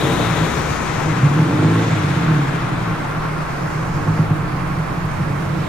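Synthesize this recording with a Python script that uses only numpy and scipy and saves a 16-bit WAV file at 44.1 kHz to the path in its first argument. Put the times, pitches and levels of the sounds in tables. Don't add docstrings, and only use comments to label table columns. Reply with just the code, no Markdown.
import sys
import numpy as np
from scipy import signal
from scipy.io import wavfile
from scipy.ndimage import uniform_filter1d

SR = 44100
rng = np.random.default_rng(int(sys.argv[2]) if len(sys.argv) > 2 else 0)


def wav_record(signal):
    frames = np.transpose(np.atleast_2d(signal))
    bounded = np.clip(frames, -1, 1)
    quanta = np.round(bounded * 32767).astype(np.int16)
    wavfile.write(sys.argv[1], SR, quanta)


N = 250488

# time in seconds, firings per second.
FIRING_RATE = [(0.0, 71), (0.22, 59), (0.42, 53.4), (0.54, 52), (0.9, 46), (1.07, 51.5), (1.25, 69),
               (1.41, 80.5), (1.48, 91), (1.58, 100), (1.7, 109), (1.8, 112.5), (1.88, 111.5), (1.99, 103),
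               (2.12, 92), (2.24, 81.5), (2.37, 72), (2.59, 62), (2.83, 57), (3.03, 53), (3.16, 78),
               (3.3, 78), (3.45, 70), (3.65, 68), (3.88, 89), (4.05, 104), (4.25, 105.5), (4.33, 103),
               (4.43, 87.5), (4.84, 89.5), (5.0, 87), (5.14, 91), (5.33, 95), (5.68, 90.6)]
# time in seconds, blow strength in dB, extra drive to the upper pipe
# modes in dB, how unlike the two banks fire from 0 to 1.
COMBUSTION = [(0.0, -26.5, -3, 0.4), (0.42, -24.5, -6, 0.44), (0.54, -35.5, -6, 0.55), (0.9, -24.5, -12, 1),
              (1.07, -18, -8, 0.4), (1.25, -16, -11.5, 0.24), (1.41, -19, -3, 0.5), (1.5, -15.5, -3, 0.5),
              (1.64, -14, -3, 0.7), (1.8, -16, 0.5, 0.96), (1.88, -19.5, -4.5, 0.84),
              (1.99, -15.5, -14.5, 0.17), (2.14, -12.5, -13, 0.95), (2.24, -14.5, -7.5, 0.8),
              (2.37, -15, -5, 0.44), (2.59, -22, -8.5, 0.36), (2.83, -22, -8.5, 0.57),
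              (3.03, -25.5, -9, 0.2), (3.3, -26.5, -6.5, 0.98), (3.5, -26.5, -17, 1),
              (3.65, -24.5, -15, 0.99), (3.88, -21, -9.5, 1), (4.05, -25, -3.5, 0.96),
              (4.33, -28.5, -3.5, 0.94), (4.43, -20, -13, 0.8), (4.84, -24, -11, 0.77),
              (5.14, -24.5, -11.5, 0.75), (5.33, -20, -13.5, 0.8), (5.68, -22.5, -14.5, 0.5)]
# peak time in seconds, level change in dB, fade in seconds.
BURN_SURGES = [(.036, 12, 0.017), (.114, 10, 0.031), (.2, 7, 0.028), (.268, 8.5, .02), (.31, 9, 0.018),
               (.415, 6, 0.023), (.578, 9, .02), (.63, 8, .02), (.7, 14, 0.016), (.884, 2, 0.019),
               (.942, 6, 0.015), (1.231, 9, .03), (1.36, 6, 0.028), (1.404, 8.5, 0.027), (1.575, 1, 0.018),
               (1.752, 1.5, .01), (1.806, -3, .01), (1.858, 2.5, .012), (1.912, 6.5, .012),
               (1.966, 5.5, .015), (2.035, 1.5, .02), (2.54, 3, 0.012), (2.63, 6, 0.012),
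               (2.715, 7.5, 0.034), (2.81, 7, .025), (2.91, 3.5, 0.029), (3.02, 0.5, .02),
               (3.05, -0.5, .03), (3.16, 7.5, 0.026), (3.241, 3, 0.016), (3.376, 5, 0.016),
               (3.59, 4.5, .03), (3.63, 4, 0.03), (3.72, 0, 0.03), (3.944, 10.5, 0.037), (4.078, 16, .045),
               (4.19, 15, .04), (4.298, 16, .036), (4.388, 7.5, 0.022), (4.53, 6, 0.04), (4.652, 1, 0.021),
               (4.711, 3.5, 0.021), (4.778, 10, .025), (4.895, 6.5, 0.019), (4.965, 4.5, 0.023),
               (5.037, 8.5, .02), (5.19, 9, 0.034), (5.307, 5.5, 0.019), (5.457, 8, 0.022),
               (5.578, 3.5, 0.044)]
# one cylinder's strength in dB, in firing order, with the banks at their most unlike.
CYLINDER_STRENGTH_DB = [2.5, -14, -1.5, -5, -1.5, -12]
# frequency in Hz, width in Hz, level in dB.
LOW_PIPE_MODES = [(114.6, 15.5, -13.5), (132.3, 54, -10), (152.4, 24.3, 1), (161, 110, -24)]
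UPPER_PIPE_MODES = [(266, 51, -13), (308.3, 36.7, 4.5), (438, 33, -5.5)]
SHELL_MODES = [(876, 56, -1), (1088, 75, 0.5), (1330, 66, -4)]
CASING_MODES = [(1093, 40, -2), (1370, 45, -2), (1525, 43, -5.5)]
# multiple of the firing rate, level in dB.
LOAD_OVERTONES = [(2, -7.5)]
# time in seconds, level in dB.
VALVE_LEVEL = [(0, -30), (1.9, -23), (2.4, -23.5), (3.3, -23), (4.5, -27.5), (5.0, -32), (5.68, -28)]

# time in seconds, then in dB the tyre roar, its left-over-right
TRAFFIC_PASS = [(0.0, -2, 5.5, 4.5, 7, 3.5), (0.45, 0.5, 7, 2, 9.5, 2.5), (0.65, -0.5, 6, 0.5, 7.5, 5.5),
                (1.12, 0.5, 10, 0.5, -0.5, 2.5), (1.44, -0.5, 3.5, 1, 1, -0.5), (1.9, -1.5, 3, 3, -0.5, 3),
                (2.3, 1.5, 3.5, 1, -0.5, -3.5), (3.1, 2, 1, -1.5, 2.5, -6.5), (3.88, 0.5, -2.5, -3, 1.5, 0),
                (4.19, 0, -4, -2, 3, -2.5), (4.25, 0, -3, -1.5, 2, -6.5), (4.6, 2, -4, -3, 2, -6.5),
                (5.5, -2, -6, -1, 1, -2.5), (5.68, -3.5, -2, 1.5, -8, -2.5)]
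# frequency in Hz, level in dB.
ROAD_SPECTRUM = [(40, -33), (100, 5), (180, 1), (300, 1.5), (450, -2.5), (560, -2.5), (1070, -0.5),
                 (1330, -2), (1730, -5.5), (2480, -10.5), (2950, -16), (3700, -18), (4900, -22),
                 (6500, -22.5), (8500, -28), (14900, -38), (15700, -40)]
# frequency in Hz, width in Hz, lift in dB.
TYRE_BANDS = [(3450, 200, 2.5), (3810, 110, 5)]
# frequency in Hz, likeness from 0 to 1 with the
ROAD_LIKENESS = [(150, .95, .95), (290, .55, .2), (640, .18, .15), (900, .3, .1), (1250, .65, .4),
                 (1550, .6, .15), (2200, .7, .35), (4500, .4, .33), (8000, .36, .36), (15000, .38, .38)]
BAND_HZ = [450, 1100, 2800, 3600, 4700, 6600, 11000]
BAND_WEIGHTS = {
    "roar": [0, 1, 1, 1, 1, 1, 0],
    "drone": [1, 0, 0, 0, 0, 0, 0],
    "swish": [.39, .39, 1.33, 2.5, .54, .89, .38],
    "fizz": [.19, .16, .35, .069, .67, 1, .043],
    "air": [0, 0, 0, 0, 0, 0, 1],
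    "roar_pan": [.57, .88, .61, .42, .42, .61, .028],
    "swish_pan": [.091, .063, .29, 1, .31, .59, .44],
    "patches": [.77, .15, .1, .42, 1, .82, .96],
    "flicker": [.095, .8, 1.1, .58, .81, 1.6, 1.3]}
# frequency in Hz, width in Hz, level in dB.
BURR_MODES = [(455, 29, 4), (570, 57, -1), (800, 42, -1), (990, 95, 3.5), (1310, 90, -5)]

# time in seconds, level in dB.
WIND_LEVEL = [(0.0, -37), (0.45, -46), (1.1, -34), (1.5, -56), (1.87, -44), (2.5, -38), (2.65, -34),
              (3.45, -34), (3.67, -39), (3.95, -31), (4.45, -32), (4.98, -32), (5.68, -40)]
# frequency in Hz, level in dB.
WIND_SPECTRUM = [(10, -6), (30, 0), (48, -3), (75, -14), (120, -32), (400, -60)]

IDLE_RATE, LOAD_RATE = 91, 106
LIGHT_BLOW_DB, HARD_BLOW_DB = -20, -12
RAGGED_IDLE, RAGGED_LOAD = .7, .4
SIZE_SCATTER, TIME_SCATTER_S, GAS_DB = .5, .0013, -32
LONG_PIPE_S = .0014
GROWL_UNLIKE = .62
SURGE_RISE_S, SURGE_GROWL, SURGE_TONE = .016, .38, .4
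LOPE_DB, LOPE_S = .7, .03
TONE_IDLE_DB, TONE_LOAD_DB, HARD_TONE_DB = -44, -31, 7
TONE_WAVER_DB, TONE_WAVER_S, OVERTONE_WAVER_DB, OVERTONE_WAVER_S = 2.5, .081, 3.5, .02
TONE_LAG = .23
STEEPEN = .65
NEAR_DRONE_DB, NEAR_AIR_DB, DRAW_OFF_S = 5, 8.5, .7
SPREAD_S, LEFT_LEAD_S = 1.6, 4e-5
FLICKER_DB, FLICKER_S = .4, .015
BUFFET_DB, BUFFET_S, WIND_LIKENESS = 1.5, .04, .45
WHINE_TOP_S, WHINE_TOP_HZ, WHINE_LOW_HZ = .35, 15247, 11900
WHINE_CLIMB_HZ_PER_S, WHINE_FALL_S = 3400, .22
HUM_HZ, HUM_CLIMB_HZ_PER_S = 66.76, 15.6
RASP_DB, RETURN_DB, BURR_DB, WHINE_DB, HUM_DB, TICK_DB = -9.5, -19, -32, -64, -31, -47
DC_OFFSET, BAND_LIMIT_HZ = .007, 15750


def gain_of(db):
    return 10 ** (np.asarray(db) / 20)


def unit_rms(x):
    return x / np.sqrt(np.mean(x ** 2) + 1e-20)


def spectrum_at(points, hz):
    f, value = np.transpose(points)
    return np.interp(np.log(hz + 1), np.log(f + 1), value)[:, None]


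def curves_at(rows, t):
    times, *curves = np.transpose(rows)
    return [np.interp(t, times, curve) for curve in curves]


def wander(seconds):
    span = round(seconds * SR)
    return unit_rms(uniform_filter1d(uniform_filter1d(rng.standard_normal(N), span), span))


def butter(order, hz, kind):
    return signal.butter(order, hz, kind, fs=SR, output="sos")


def ring(x, hz, width_hz):
    radius, angle = np.exp(-np.pi * width_hz / SR), 2 * np.pi * hz / SR
    return signal.lfilter([np.sin(angle)], [1, -2 * radius * np.cos(angle), radius ** 2], x)


def resonate(x, modes):
    return sum(gain_of(db) * ring(x, hz, width) for hz, width, db in modes)


def knocks(modes, per_s, spread_db=3.5):
    taps = gain_of(spread_db * np.minimum(rng.exponential(1, N), 2.5))
    taps *= rng.random(N) < per_s / SR
    taps *= rng.choice([-1., 1.], N)
    return sum(gain_of(db) * unit_rms(ring(taps * rng.uniform(.3, 1, N), hz, width))
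               for hz, width, db in modes)


def stereo_noise(shape_db, likeness, size=1024):
    hop = size // 4
    hz, t = np.fft.rfftfreq(size, 1 / SR), np.arange(N // hop + 5) * hop / SR
    a, b, c, d = rng.standard_normal((len(t), len(hz), 4)).T
    left, unrelated = a + 1j * b, c + 1j * d
    alike = np.clip(likeness(hz, t), 0, 1)
    delay = np.exp(-2j * np.pi * hz * LEFT_LEAD_S)[:, None]
    right = alike * left * delay + np.sqrt(1 - alike ** 2) * unrelated
    spectra = np.array([left, right]) * gain_of(shape_db(hz, t))
    return signal.istft(spectra, nperseg=size, noverlap=size - hop)[1][:, :N]


def firings(at, rate, unlike, chance):
    count, pulses = np.arange(len(at)), np.zeros(N)
    late_s = LONG_PIPE_S * unlike[at] * (count % 2) + TIME_SCATTER_S * chance[:, 1]
    size = gain_of(np.take(CYLINDER_STRENGTH_DB, count % 6) * unlike[at])
    size *= 1 + SIZE_SCATTER * chance[:, 0]
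    pulses[np.clip(at + SR * late_s, 0, N - 1).astype(int)] = size / np.sqrt(rate[at] / 100)
    return pulses


def exhaust():
    t = np.arange(N) / SR
    rate, = curves_at(FIRING_RATE, t)
    blow_db, growl_db, unlike = curves_at(COMBUSTION, t)
    load = np.clip((rate - IDLE_RATE) / (LOAD_RATE - IDLE_RATE), 0, 1)
    hard = np.clip((blow_db - LIGHT_BLOW_DB) / (HARD_BLOW_DB - LIGHT_BLOW_DB), 0, 1)
    ragged = RAGGED_IDLE + (RAGGED_LOAD - RAGGED_IDLE) * np.maximum(load, hard)
    waver_db = TONE_WAVER_DB * ragged * wander(TONE_WAVER_S)

    cycles = np.cumsum(rate) / SR
    fired_at = np.flatnonzero(np.diff(np.floor(cycles)))
    chance = rng.uniform(-1, 1, (len(fired_at), 2)) * ragged[fired_at, None]
    surge_db = LOPE_DB * wander(LOPE_S)
    for peak_s, db, fade_s in BURN_SURGES:
        surge_db += db * np.exp(-((t - peak_s) / np.where(t < peak_s, SURGE_RISE_S, fade_s)) ** 2)
    pulses = firings(fired_at, rate, unlike, chance)
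    steadier = firings(fired_at, rate, unlike * (1 - (1 - GROWL_UNLIKE) * load), chance)
    gas = gain_of(GAS_DB) * ragged * rng.standard_normal(N)
    drive = gain_of(blow_db + surge_db) * (pulses + gas)
    upper_drive = gain_of(blow_db + growl_db + SURGE_GROWL * surge_db) * (steadier + gas)

    boom = signal.sosfilt(butter(3, [108, 185], "band"), resonate(drive, LOW_PIPE_MODES))
    growl = signal.sosfilt(butter(2, [230, 480], "band"), resonate(upper_drive, UPPER_PIPE_MODES))
    rasp = signal.sosfilt(butter(2, 700, "high"), resonate(drive * gain_of(growl_db), SHELL_MODES))

    tone_db = TONE_IDLE_DB + (TONE_LOAD_DB - TONE_IDLE_DB) * load + HARD_TONE_DB * hard * (1 - load)
    tone_peak = np.sqrt(2) * gain_of(tone_db + waver_db + SURGE_TONE * surge_db)
    phase = 2 * np.pi * (cycles - TONE_LAG)
    overtones = sum(gain_of(db + OVERTONE_WAVER_DB * wander(OVERTONE_WAVER_S)) * np.sin(multiple * phase)
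                    for multiple, db in LOAD_OVERTONES)
    overtones *= load * tone_peak * gain_of(growl_db)
    lows = gain_of(2.5) * boom + tone_peak * np.sin(phase)
    crests = signal.sosfiltfilt(butter(3, 190, "high"), lows ** 2)
    return lows + overtones + STEEPEN * crests + gain_of(.5) * growl + gain_of(RASP_DB) * rasp


def valve_clatter():
    level_db, = curves_at(VALVE_LEVEL, np.arange(N) / SR)
    return gain_of(level_db - 14.5) * knocks(CASING_MODES, per_s=120)


def traffic():
    def shape_db(hz, t):
        roar, roar_pan, swish, swish_pan, fizz = curves_at(TRAFFIC_PASS, t)
        weight = {part: spectrum_at(list(zip(BAND_HZ, row)), hz) for part, row in BAND_WEIGHTS.items()}
        level = spectrum_at(ROAD_SPECTRUM, hz) + weight["roar"] * roar
        level += weight["swish"] * swish + weight["fizz"] * fizz
        near = np.exp(-t / DRAW_OFF_S)
        singing = sum(db * np.exp(-((hz - centre) / width) ** 2) for centre, width, db in TYRE_BANDS)
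        level += near * (weight["drone"] * NEAR_DRONE_DB + weight["air"] * NEAR_AIR_DB + singing[:, None])
        patches = rng.standard_normal((len(t), len(hz))).T
        patches = uniform_filter1d(uniform_filter1d(patches, 30, axis=0), 16, axis=1)
        level += weight["patches"] * unit_rms(patches)
        flicker = np.interp(t, np.arange(N) / SR, wander(FLICKER_S))
        level += weight["flicker"] * FLICKER_DB * flicker
        balance = weight["roar_pan"] * roar_pan + weight["swish_pan"] * swish_pan
        return np.array([level + balance / 2, level - balance / 2])

    def likeness(hz, t):
        close, gone = (spectrum_at([(row[0], row[k]) for row in ROAD_LIKENESS], hz) for k in (1, 2))
        return gone + (close - gone) * np.exp(-(t / SPREAD_S) ** 2)
    return gain_of(-10.5) * stereo_noise(shape_db, likeness) / np.sqrt(512)


def passing_burr(fade_s=.68):
    fade = np.exp(-(np.arange(N) / SR / fade_s) ** 2)
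    return gain_of(BURR_DB + np.array([[-3], [-9]])) * fade * knocks(BURR_MODES, per_s=160)


def wind():
    rumble = stereo_noise(lambda hz, t: spectrum_at(WIND_SPECTRUM, hz),
                          lambda hz, t: WIND_LIKENESS, size=4096)
    level_db, = curves_at(WIND_LEVEL, np.arange(N) / SR)
    return gain_of(level_db + BUFFET_DB * wander(BUFFET_S)) * unit_rms(rumble)


def roadside_echoes(x, decay_s=.5):
    t = np.arange(SR // 2) / SR
    taps = rng.choice([-1., 1.], (2, len(t))) * (rng.random((2, len(t))) < .04)
    taps *= (t > .015) * gain_of(-60 * t / decay_s)
    return signal.fftconvolve(x[None], taps / np.linalg.norm(taps[0]), axes=1)[:, :N]


def passing_whine(start_s=.1, end_s=.72):
    t = np.arange(N) / SR
    since_top = t - WHINE_TOP_S
    fall = 1 - np.exp(-np.maximum(since_top, 0) / WHINE_FALL_S)
    hz = WHINE_TOP_HZ + WHINE_CLIMB_HZ_PER_S * np.minimum(since_top, 0)
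    hz -= (WHINE_TOP_HZ - WHINE_LOW_HZ) * fall
    hz += 140 * unit_rms(uniform_filter1d(rng.standard_normal(N), 300))
    fade = np.clip(np.minimum(end_s - t, t - start_s) * 10, 0, 1)
    tone = np.sqrt(2) * np.sin(2 * np.pi * np.cumsum(hz) / SR)
    return gain_of(WHINE_DB + np.array([[3], [-5]])) * fade * tone


def passing_hum(loudest_s=.4):
    t = np.arange(N) / SR
    since = t - loudest_s
    fade = np.interp(t, [.28, loudest_s, .9, 1.0], [0, 1, gain_of(-5), 0])
    tone = np.sqrt(2) * np.sin(2 * np.pi * (HUM_HZ * since + HUM_CLIMB_HZ_PER_S * since ** 2 / 2))
    return gain_of(HUM_DB + np.array([[1.5], [-1.5]])) * fade * tone


def tick(start_s=5.0515, decay_s=.03):
    out, t = np.zeros(N), np.arange(600) / SR
    bright = np.diff(rng.standard_normal(len(t) + 1))
    out[round(start_s * SR):][:len(t)] = gain_of(TICK_DB - 60 * t / decay_s) * bright
    return out * gain_of([[1.5], [-8]])


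def scene():
    car = exhaust() + valve_clatter()
    car = car * gain_of([[-.4], [.4]]) + gain_of(RETURN_DB) * roadside_echoes(car)
    return car + traffic() + passing_hum() + passing_burr() + passing_whine() + wind() + tick()


def record(dry):
    lowpass = signal.firwin(1023, BAND_LIMIT_HZ, window=("kaiser", 9), fs=SR)
    return signal.oaconvolve(dry + DC_OFFSET, lowpass[None], "same")


dry = scene()
out = record(dry)
wav_record(out)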